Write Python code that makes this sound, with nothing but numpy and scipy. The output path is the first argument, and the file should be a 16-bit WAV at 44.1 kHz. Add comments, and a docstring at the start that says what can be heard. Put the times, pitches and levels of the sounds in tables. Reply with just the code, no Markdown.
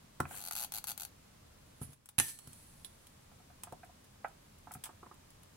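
"""A tick and a knock over faint room hiss: a solder pump is set down on a circuit board, close by.
Its nozzle creaks as it sticks and slips, and flux sizzles under the hot soldering iron. The pump's
plunger snaps back, leaving its spring and barrel ringing. Afterwards the iron pings once, and the
tools tick, scratch and knock lightly on the board. A small workroom adds a short echo."""
import sys
import numpy as np
from scipy import signal
from scipy.fft import rfft, irfft, next_fast_len
from scipy.io import wavfile
from scipy.ndimage import uniform_filter1d

SR = 44100
rng = np.random.default_rng(int(sys.argv[2]) if len(sys.argv) > 2 else 0)


def persist_wave(psi):
    """Save psi, clipped to +-1, as 16-bit WAV."""
    counts = np.round(np.clip(psi, -1, 1) * 32767).astype(np.int16)
    wavfile.write(sys.argv[1], SR, np.atleast_2d(counts).T)


N = 245306
T = np.arange(SR // 3) / SR  # seconds within one contact


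def amp(db):
    """Turn decibels into a gain."""
    return 10 ** (np.asarray(db) / 20)


def unit(x):
    """Scale a sound to an average (rms) strength of 1."""
    return x / np.sqrt(np.mean(x ** 2) + 1e-20)


def blow(x):
    """Give a contact the energy of 4 ms of sound at strength 1."""
    return unit(x) * np.sqrt(.004 * SR / x.shape[-1])


def along(points, hz):
    """Read a curve of (pitch_hz, value) points at hz, on a log pitch scale."""
    pitches, values = np.transpose(points)
    return np.interp(np.log(hz + 1), np.log(pitches + 1), values)


def panned(db):
    """Left and right gains; a positive pan makes the left side louder."""
    return amp(np.array([[.5], [-.5]]) * db)


def coloured(x, gain):
    """Filter a sound by gain(hz), so that no ringing comes before its cause."""
    size = next_fast_len(x.shape[-1] // 2 + 4096) * 2
    cepstrum = irfft(np.log(np.maximum(gain(np.fft.rfftfreq(size, 1 / SR)), 1e-6)), size)
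    cepstrum[..., 1:size // 2] *= 2
    cepstrum[..., size // 2 + 1:] = 0
    return irfft(rfft(x, size) * np.exp(rfft(cepstrum)), size)[..., :x.shape[-1]]


def add(track, start_s, sound):
    """Mix a sound into the track."""
    part = track[:, max(round(start_s * SR), 0):][:, :sound.shape[-1]]
    part += sound[..., :part.shape[1]]


def scattered(start_s, end_s, count):
    """Random moments, spread loosely over a stretch of time."""
    return start_s + (end_s - start_s) * (np.arange(count) + rng.random(count)) / count


def envelope(full_s, level_db, rise_s, hold_s, fade_s):
    """A gain that rises 60 dB in rise_s to its level at full_s, holds, then falls 60 dB in fade_s."""
    t = np.arange(N) / SR - full_s
    return amp(level_db - 60 * np.maximum(-t, 0) / rise_s - 60 * np.maximum(t - hold_s, 0) / fade_s)


def crack(fade_s, alike=0):
    """A burst of noise that falls 60 dB in fade_s; alike is the share both microphones have in common."""
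    common = np.sqrt(alike) * rng.standard_normal(len(T))
    separate = np.sqrt(1 - alike) * rng.standard_normal((2, len(T)))
    return (common + separate) * amp(-60 * T / fade_s)


def ring(tones, t, spread, vary_db, drift=0):
    """Fading tones of a struck object; spread puts left and right out of step, drift roughens them."""
    hz, db, fade_s = np.transpose(tones)[:, :, None]
    strength = amp(db + vary_db * rng.standard_normal(hz.shape) - 60 * t / fade_s)
    wander = drift * np.cumsum(rng.standard_normal(strength.shape), axis=1) / np.sqrt(SR)
    offset = spread * rng.standard_normal((2, len(hz), 1))
    return np.sum(strength * np.sin(2 * np.pi * hz * t + wander + offset), axis=1)


def rustle(colour, grain_db):
    """Stereo noise whose strength flickers from millisecond to millisecond."""
    grain = unit(uniform_filter1d(rng.standard_normal(N), size=60))
    noise = rng.standard_normal((2, N)) * amp(grain_db * grain)
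    return unit(coloured(noise, lambda hz: amp(along(colour, hz))))


def background():
    """The room rumbles under the microphones' own hiss; the level dips briefly around the snap."""
    # tone of the rumble and hiss: pitch_hz, level_db
    colour = [(12, -42), (20, -1), (48, -9), (81, -2), (182, -7), (216, -7.5), (347, -15.5), (607, -14.5),
              (759, -18), (976, -17), (1060, -17), (1570, -21.5), (2750, -23.5), (9140, -26.5),
              (16000, -33)]
    # their left-right balance: pitch_hz, pan_db
    balance = [(60, 0), (180, 0.0), (550, -1.0), (1650, 0), (4970, 0), (15000, 0.5)]
    # how alike the two sides are: pitch_hz, likeness (1 same, -1 opposite)
    likeness = [(60, 1), (180, 0.92), (550, -0.35), (1650, 0.2), (4970, -0.083), (15000, -0.027)]
    # the dip: start_s, fall_s, hold_s, recovery_s
    dip = (1.934, 0.021, 0.28, 0.22)

    def mid_and_side(hz):
        angle = np.arccos(np.clip(along(likeness, hz), -.99, .99)) / 2
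        return amp(along(colour, hz)) * np.array([np.cos(angle), np.sin(angle)])

    mid, side = coloured(rng.standard_normal((2, N)), mid_and_side)
    noise = coloured(np.array([mid + side, mid - side]), lambda hz: panned(along(balance, hz)))
    dip_db = 8.5 * np.interp(np.arange(N) / SR, np.cumsum(dip), [0, 1, 1, 0])
    return amp(-60.5 - dip_db) * unit(noise)


def tip(level_db, tilt, pan_db, fade_s):
    """One contact of metal on solder; tilt brightens it, in dB per octave."""
    # tone of the contact: pitch_hz, level_db
    colour = [(400, -25.5), (1000, -6.5), (2000, -13), (3300, -4.5), (4300, -12), (5400, -7), (6600, -6),
              (8100, 0.5), (9200, -0.5), (11000, 1.5), (12500, -6.5), (15500, -4.5)]
    gain = lambda hz: amp(along(colour, hz) + tilt * np.log2(np.maximum(hz, 500) / 8000))
    return amp(level_db) * blow(coloured(crack(fade_s, alike=0.2), gain)) * panned(pan_db)


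def ticks():
    """Metal tips touch the joints: short contacts tick, longer ones scratch."""
    # tips touching pins: start_s, level_db, pan_db
    taps = [(.2025, -36, 2), (1.816, -52.5, 4), (1.932, -54.5, 1), (2.0579, -52.5, 2), (2.0891, -47, 1.5),
            (2.3887, -48, -6.5), (2.4738, -49.5, -3), (2.531, -50.5, -3), (2.8468, -49, -4),
            (3.069, -53, 2), (3.635, -38.5, -0.5), (3.724, -53, 0), (5.304, -57.5, 1), (5.433, -57, 3)]
    # the tip scratching over solder: start_s, level_db, tilt_db_per_octave, pan_db
    scratches = [(4.718, -46, 2, 4), (4.7374, -40, 5, 0), (4.838, -36.5, -1.5, -2.5), (4.855, -42.5, -3, 1)]
    tip_shifts = [(start_s, -61, 0) for start_s in scattered(3.65, 5.2, count=5)]
    out = np.zeros((2, N))
    for start_s, level_db, pan_db in taps + tip_shifts:
        add(out, start_s, tip(level_db, tilt=-1.5, pan_db=pan_db, fade_s=0.022))
    for start_s, level_db, tilt, pan_db in scratches:
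        add(out, start_s, tip(level_db, tilt, pan_db, fade_s=0.06))
    return out


def board(hz, place, vary_db):
    """The board favours certain pitches, in a mix set by where it is struck."""
    # the board's resonances: pitch_hz, width_hz, level_db, extra_at_edge_db
    resonances = [(320, 160, -17, 10), (695, 54, -3.5, -5), (754, 114, 3, -5), (955, 260, -5, 4.5),
                  (1140, 140, -7, 10.5), (1308, 120, -2, -2.5), (1545, 117, -6, -6.5),
                  (2360, 470, -29, -14.5)]
    gains = []
    for centre, width, level_db, edge_db in resonances:
        peak = (hz * width / np.abs(centre ** 2 - hz ** 2 + 1j * hz * width)) ** 1.14
        gains.append(amp(level_db + place * edge_db + rng.normal(0, vary_db)) * peak)
    return np.linalg.norm(gains, axis=0)


def knocks():
    """A push and a brief rattle shake the board; harder contacts are brighter."""
    # tools landing: start_s, relative_db, hardness_db_per_octave, place (-1 middle, 1 edge)
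    landings = [(.203, -18, -2, 0.76), (.254, -34, 10, -.4), (0.3104, -37.5, 2.5, -0.79),
                (0.344, -43.5, 6, -0.32), (.5101, -38.5, 13, 0.0071), (1.816, -43, -5, 0.29),
                (2.1996, -34, 6, .7), (3.6716, -41.5, -1, 0.37), (3.724, -33, -11, 0.099),
                (3.833, -40.5, 3, -1.27), (3.894, -47.5, -5, 0.2), (4.2454, -25, -1, -1.55),
                (4.2515, -33.5, 4, -1.1), (4.672, -39, -6, 0.64), (4.71, -38, 5.5, -0.26),
                (4.751, -39.5, 8, -0.69), (4.862, -41.5, 3, 0.26), (4.8919, -40, -3.5, 0.89),
                (5.03, -38.5, -4.5, 1), (5.063, -42.5, -3, .95), (5.113, -41, -2, 1)]
    # each tool grazes the board just before it lands
    grazes = [(s - 0.00338, db - 18.5, hardness, place) for s, db, hardness, place in landings]
    # light touches while the hand takes a new hold
    touches = [(s, rng.normal(-50.5, 1.5), 0, rng.uniform(-1, 1)) for s in scattered(3.3, 3.65, count=4)]
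    pump_lift_s, firm_db = 2.7, -40
    out = np.zeros((2, N))
    for start_s, db, hardness, place in landings + grazes + touches:
        fade_s = 0.027 if start_s < pump_lift_s else 0.058  # the pressing pump damps the board
        fade_s *= amp(-0.29 * max(db - firm_db, 0))  # firm knocks rattle for less long
        force = blow(crack(fade_s, alike=0.72) * (1 - np.exp(-T / 0.00062)))
        force[:, 0] += 9  # the push
        tilt = lambda hz: amp(hardness * np.log2(np.clip(hz, 400, 2400) / 1000))
        contact = lambda hz: tilt(hz) / (1 + (hz / 2800) ** 8)
        knock = coloured(force, lambda hz: board(hz, place, vary_db=2.5) * contact(hz))
        add(out, start_s, amp(db - 7.5) * blow(knock))
    return out * panned(-3.0)


def thumps():
    """Firm pushes rock the board on the bench, which gives off little deep bass."""
    # pushes that reach the bench: start_s, relative_db, hardness_db_per_octave
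    pushes = [(.203, -36, 3.5), (.251, -46.5, -10), (1.815, -40, 1), (1.891, -54, -3), (2.184, -37, -2.5),
              (2.474, -51.5, 2), (3.724, -51.5, 2), (4.756, -49.5, 2)]
    # the bench's low tones: pitch_hz, level_db, fade_s
    bench = [(87.6, -2, 0.19), (118, 0, 0.14), (140, 2.5, 0.13), (194, -2.5, 0.082), (239.6, -5, 0.094),
             (375, -11.5, 0.06)]
    onset = 1 - np.exp(-T / 0.00099)
    out = np.zeros((2, N))
    for start_s, push_db, hardness in pushes:
        tones = [(hz, db + hardness * np.log2(hz / 140), fade_s) for hz, db, fade_s in bench]
        thump = ring(tones, T, spread=.04, vary_db=0.5) * onset
        add(out, start_s, amp(push_db + 7) * blow(thump))
    return coloured(out, lambda hz: hz ** 2 / np.hypot(hz ** 2, 65 ** 2))


def slide():
    """The nozzle rubs smoothly over the board before it catches."""
    # tone of the rubbing: pitch_hz, level_db
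    colour = [(700, -3), (2000, -5.5), (3100, -5.5), (4300, -13), (5400, -18), (7000, -4), (10000, -0.5),
              (13500, -6), (16000, -8.5)]
    # the sliding move: full_s, level_db, rise_s, hold_s, fade_s
    move = (.315, -49, .17, .065, .25)
    return envelope(*move) * rustle(colour, grain_db=2.5) * panned(2.7)


def slip_times(first_s, stuck_s, last_s, count, slowing):
    """The nozzle breaks away once, sticks, then slips in a run that may slow toward its end."""
    progress = np.linspace(0, 1, count - 1)
    progress -= slowing * progress * (1 - progress)
    run = first_s + stuck_s + (last_s - first_s - stuck_s) * progress
    return np.append(first_s, run) + rng.normal(0, .0005, count)


def creak():
    """The nozzle sticks and slips: each slip is a tick and a swell of plastic vibration."""
    # pushes on the nozzle: first_slip_s, stuck_s, last_slip_s, slip_count, slowing (0 to 1)
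    pushes = [(.3522, .0105, .4244, 8, 0), (.4392, .0118, .485, 5, 0), (.5101, .0125, .5327, 3, 0),
              (.553, .0105, .6459, 12, .04), (.7209, .0176, .7841, 7, 0), (.8397, .0312, .9158, 8, .18),
              (.9775, .0207, 1.0502, 6, .4)]
    # pressure on the nozzle, as the strength of a slip: time_s, relative_db
    pressure = [(.39, -44.5), (.45, -39), (.52, -35.5), (.75, -35), (1.05, -38)]
    # tone of the plastic: pitch_hz, relative_db
    colour = [(180, -53), (300, -38), (405, -22.5), (774, -5.5), (1040, -9), (1390, -5.5), (1900, -17),
              (2610, -6.5), (3890, -13), (4520, 0), (5250, -13.5), (5800, -5.5), (7440, -6.5), (12100, -1),
              (16000, -7.5)]
    # its left-right balance: pitch_hz, pan_db
    balance = [(300, 0), (750, -12), (1400, 0.5), (2600, -4.5), (3400, 19), (5000, -4), (10000, 4),
               (13000, 10)]
    swell = 1 - np.exp(-T / .0009)
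    shell = crack(fade_s=.010, alike=.3)  # every slip shakes the same shell
    slips = np.zeros((2, N))
    for push in pushes:
        times = slip_times(*push)
        levels_db = np.interp(times, *np.transpose(pressure))
        levels_db[0] += 1  # breaking away takes extra force
        for start_s, db in zip(times, levels_db):
            variation = amp(-3) * crack(fade_s=.012)
            slip = blow((shell + variation) * swell)
            slip[:, 0] += 4.5  # the tick
            add(slips, start_s, amp(db + rng.normal(0, 0.9)) * slip)
    return coloured(slips, lambda hz: amp(along(colour, hz) + 2.5) * panned(along(balance, hz)))


def sizzle():
    """Flux, the cleaning paste in solder, boils off the hot joint."""
    # a slow simmer and one spit: full_s, level_db, rise_s, hold_s, fade_s
    boils = [(1.92, -65.5, 1, 0.021, 0.09), (1.824, -47.5, .035, 0.011, 0.094)]
    # tone of the boiling: pitch_hz, level_db
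    colour = [(1000, -13), (6500, -16), (8500, -7), (10000, 5.5), (12500, -6.5), (13800, -17),
              (14800, -14.5), (16000, -32)]
    return sum(envelope(*boil) for boil in boils) * rustle(colour, grain_db=4.0) * panned(-5.0)


def pump():
    """The plunger flies back and strikes its stop; spring and barrel ring on."""
    # release, blow and rebound: start_s, level_db, fade_s, tilt_db_per_octave, pan_db
    hits = [(2.1825, -26.5, 0.067, 1.5, -4.5), (2.187, -22, 0.015, 3, -3.5), (2.199, -21, 0.017, 0, 2)]
    # tone of the snap: pitch_hz, level_db
    colour = [(150, -37), (250, -6), (557, -15), (802, -6.5), (1420, -9.5), (1730, -4.5), (2320, -8),
              (3010, -5), (3230, -13), (3840, -7.5), (4190, -13.5), (5630, -15), (6360, -13), (10500, -6.5),
              (16000, -34)]
    # its left-right balance: pitch_hz, pan_db
    balance = [(300, 7), (700, -6), (1200, -0.5), (1700, 13), (2700, -4), (5000, 0.5), (10000, -7),
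               (14000, -2)]
    # the spring's tones: pitch_hz, relative_db, fade_s
    spring_tones = [(1790, -4.5, 0.35), (2410, -14.5, .25), (2710, -11, 0.2), (3030, -17, 0.26),
                    (3350, -13, 0.27), (4969, -25, .23), (6000, -9, .4), (6950, -11, .25), (7800, -9, 0.49),
                    (9100, -8.5, .3), (10000, -20, .33), (10100, -21, 0.51), (11550, -1, .3),
                    (12000, -2, .26), (15150, -7, .24)]
    # the barrel's tones: pitch_hz, relative_db, fade_s
    barrel_tones = [(4300, -10, 3), (7770, -6.5, 2.6), (8300, -2, 0.98), (8200, -1, .8), (10000, -3, 0.81),
                    (10350, -2, 1.2), (11100, -6, 0.71), (11100, -12, 1.1)]
    out, t = np.zeros((2, N)), np.arange(SR) / SR
    for start_s, level_db, fade_s, tilt, pan_db in hits:
        gain = lambda hz: amp(along(colour, hz) + tilt * np.log2(np.maximum(hz, 500) / 4000))
        hit = coloured(crack(fade_s), lambda hz: gain(hz) * panned(along(balance, hz)))
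        add(out, start_s, amp(level_db) * blow(hit) * panned(pan_db))
    spring = ring(spring_tones, t, spread=2, vary_db=1, drift=12)
    barrel = ring(barrel_tones, t, spread=2, vary_db=1, drift=20)
    rebound_s, grip_s = hits[-1][0], 2.55
    damping = amp(-60 * np.maximum(rebound_s + t - grip_s, 0))  # the hand closes on the barrel
    add(out, rebound_s, amp(-39.5) * spring + amp(-56.0) * barrel * damping)
    return out


def coils():
    """The spring's coils rattle inside the barrel, stirring many closely spaced resonances."""
    # a chatter, then a faint rattle: full_s, level_db, rise_s, hold_s, fade_s
    rattles = [(2.2, -44, .028, 0.097, 0.23), (2.52, -62.5, 0.59, 0.047, 2.5)]
    # tone of the coils: pitch_hz, level_db
    colour = [(240, -49), (400, -14), (553, -11), (607, -39), (687, -21), (893, -9), (1250, -18),
              (1760, -13), (4050, -8), (7400, -8), (7990, -3), (10200, 1.5), (16000, -14.5)]
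    grid_hz = np.linspace(0, SR / 2, num=300)
    peaks_db = 4.5 * np.clip(rng.standard_normal(len(grid_hz)), -2, 1)
    chatter = coloured(rustle(colour, grain_db=2.5), lambda hz: amp(np.interp(hz, grid_hz, peaks_db)))
    return sum(envelope(*rattle) for rattle in rattles) * unit(chatter) * panned(-1.1)


def shaft():
    """The iron's shaft pings once as the tools are lifted away."""
    # the shaft's tones: pitch_hz, relative_db, fade_s
    tones = [(3400, 4.5, 0.014), (3820, -4.5, 0.029), (5130, -9, 0.088), (5500, -20, 0.069),
             (8450, -8, 0.079), (10450, 2.5, 0.079), (12000, -10, 0.064)]
    ping = blow(ring(tones, T, spread=1, vary_db=4.5, drift=37))
    out = np.zeros((2, N))
    add(out, start_s=2.847, sound=amp(-42.5) * ping * panned(-7.5))
    return out


def room(x, near_db, tail_db):
    """Sound bounces off the bench top, then briefly between the walls; neither echo has much bass."""
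    # how long the walls' echo lasts: pitch_hz, fade_s
    fades = [(150, 0.54), (1000, 0.18), (5000, 0.2), (14000, 0.12)]
    hz, t, spectrum = signal.stft(rng.standard_normal((2, SR // 2)), SR, nperseg=256)
    spectrum *= amp(-60 * t / along(fades, hz)[:, None])
    tail = signal.istft(spectrum, SR, nperseg=256)[1][:, :len(T)]
    near = crack(fade_s=.05)
    echo = amp(tail_db) * tail / np.linalg.norm(tail[0]) + amp(near_db) * near / np.linalg.norm(near[0])
    echo = coloured(echo, lambda hz: hz / np.hypot(hz, 400))
    delayed = np.pad(echo, ((0, 0), (SR // 300, 0)))
    return signal.fftconvolve(x, delayed, axes=1)[:, :N]


def scene():
    """The work on the bench and its echo, over the background."""
    work = ticks() + knocks() + thumps() + slide() + creak() + sizzle() + pump() + coils() + shaft()
    return background() + work + room(work, near_db=-8.5, tail_db=-10.5)


def record(dry):
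    """The recorder cuts off the very highest treble."""
    top_hz = 15850
    size = next_fast_len(N + SR // 2)
    return irfft(rfft(dry, size) * (np.fft.rfftfreq(size, 1 / SR) < top_hz), size)[:, :N]


dry = scene()
out = record(dry)
persist_wave(out)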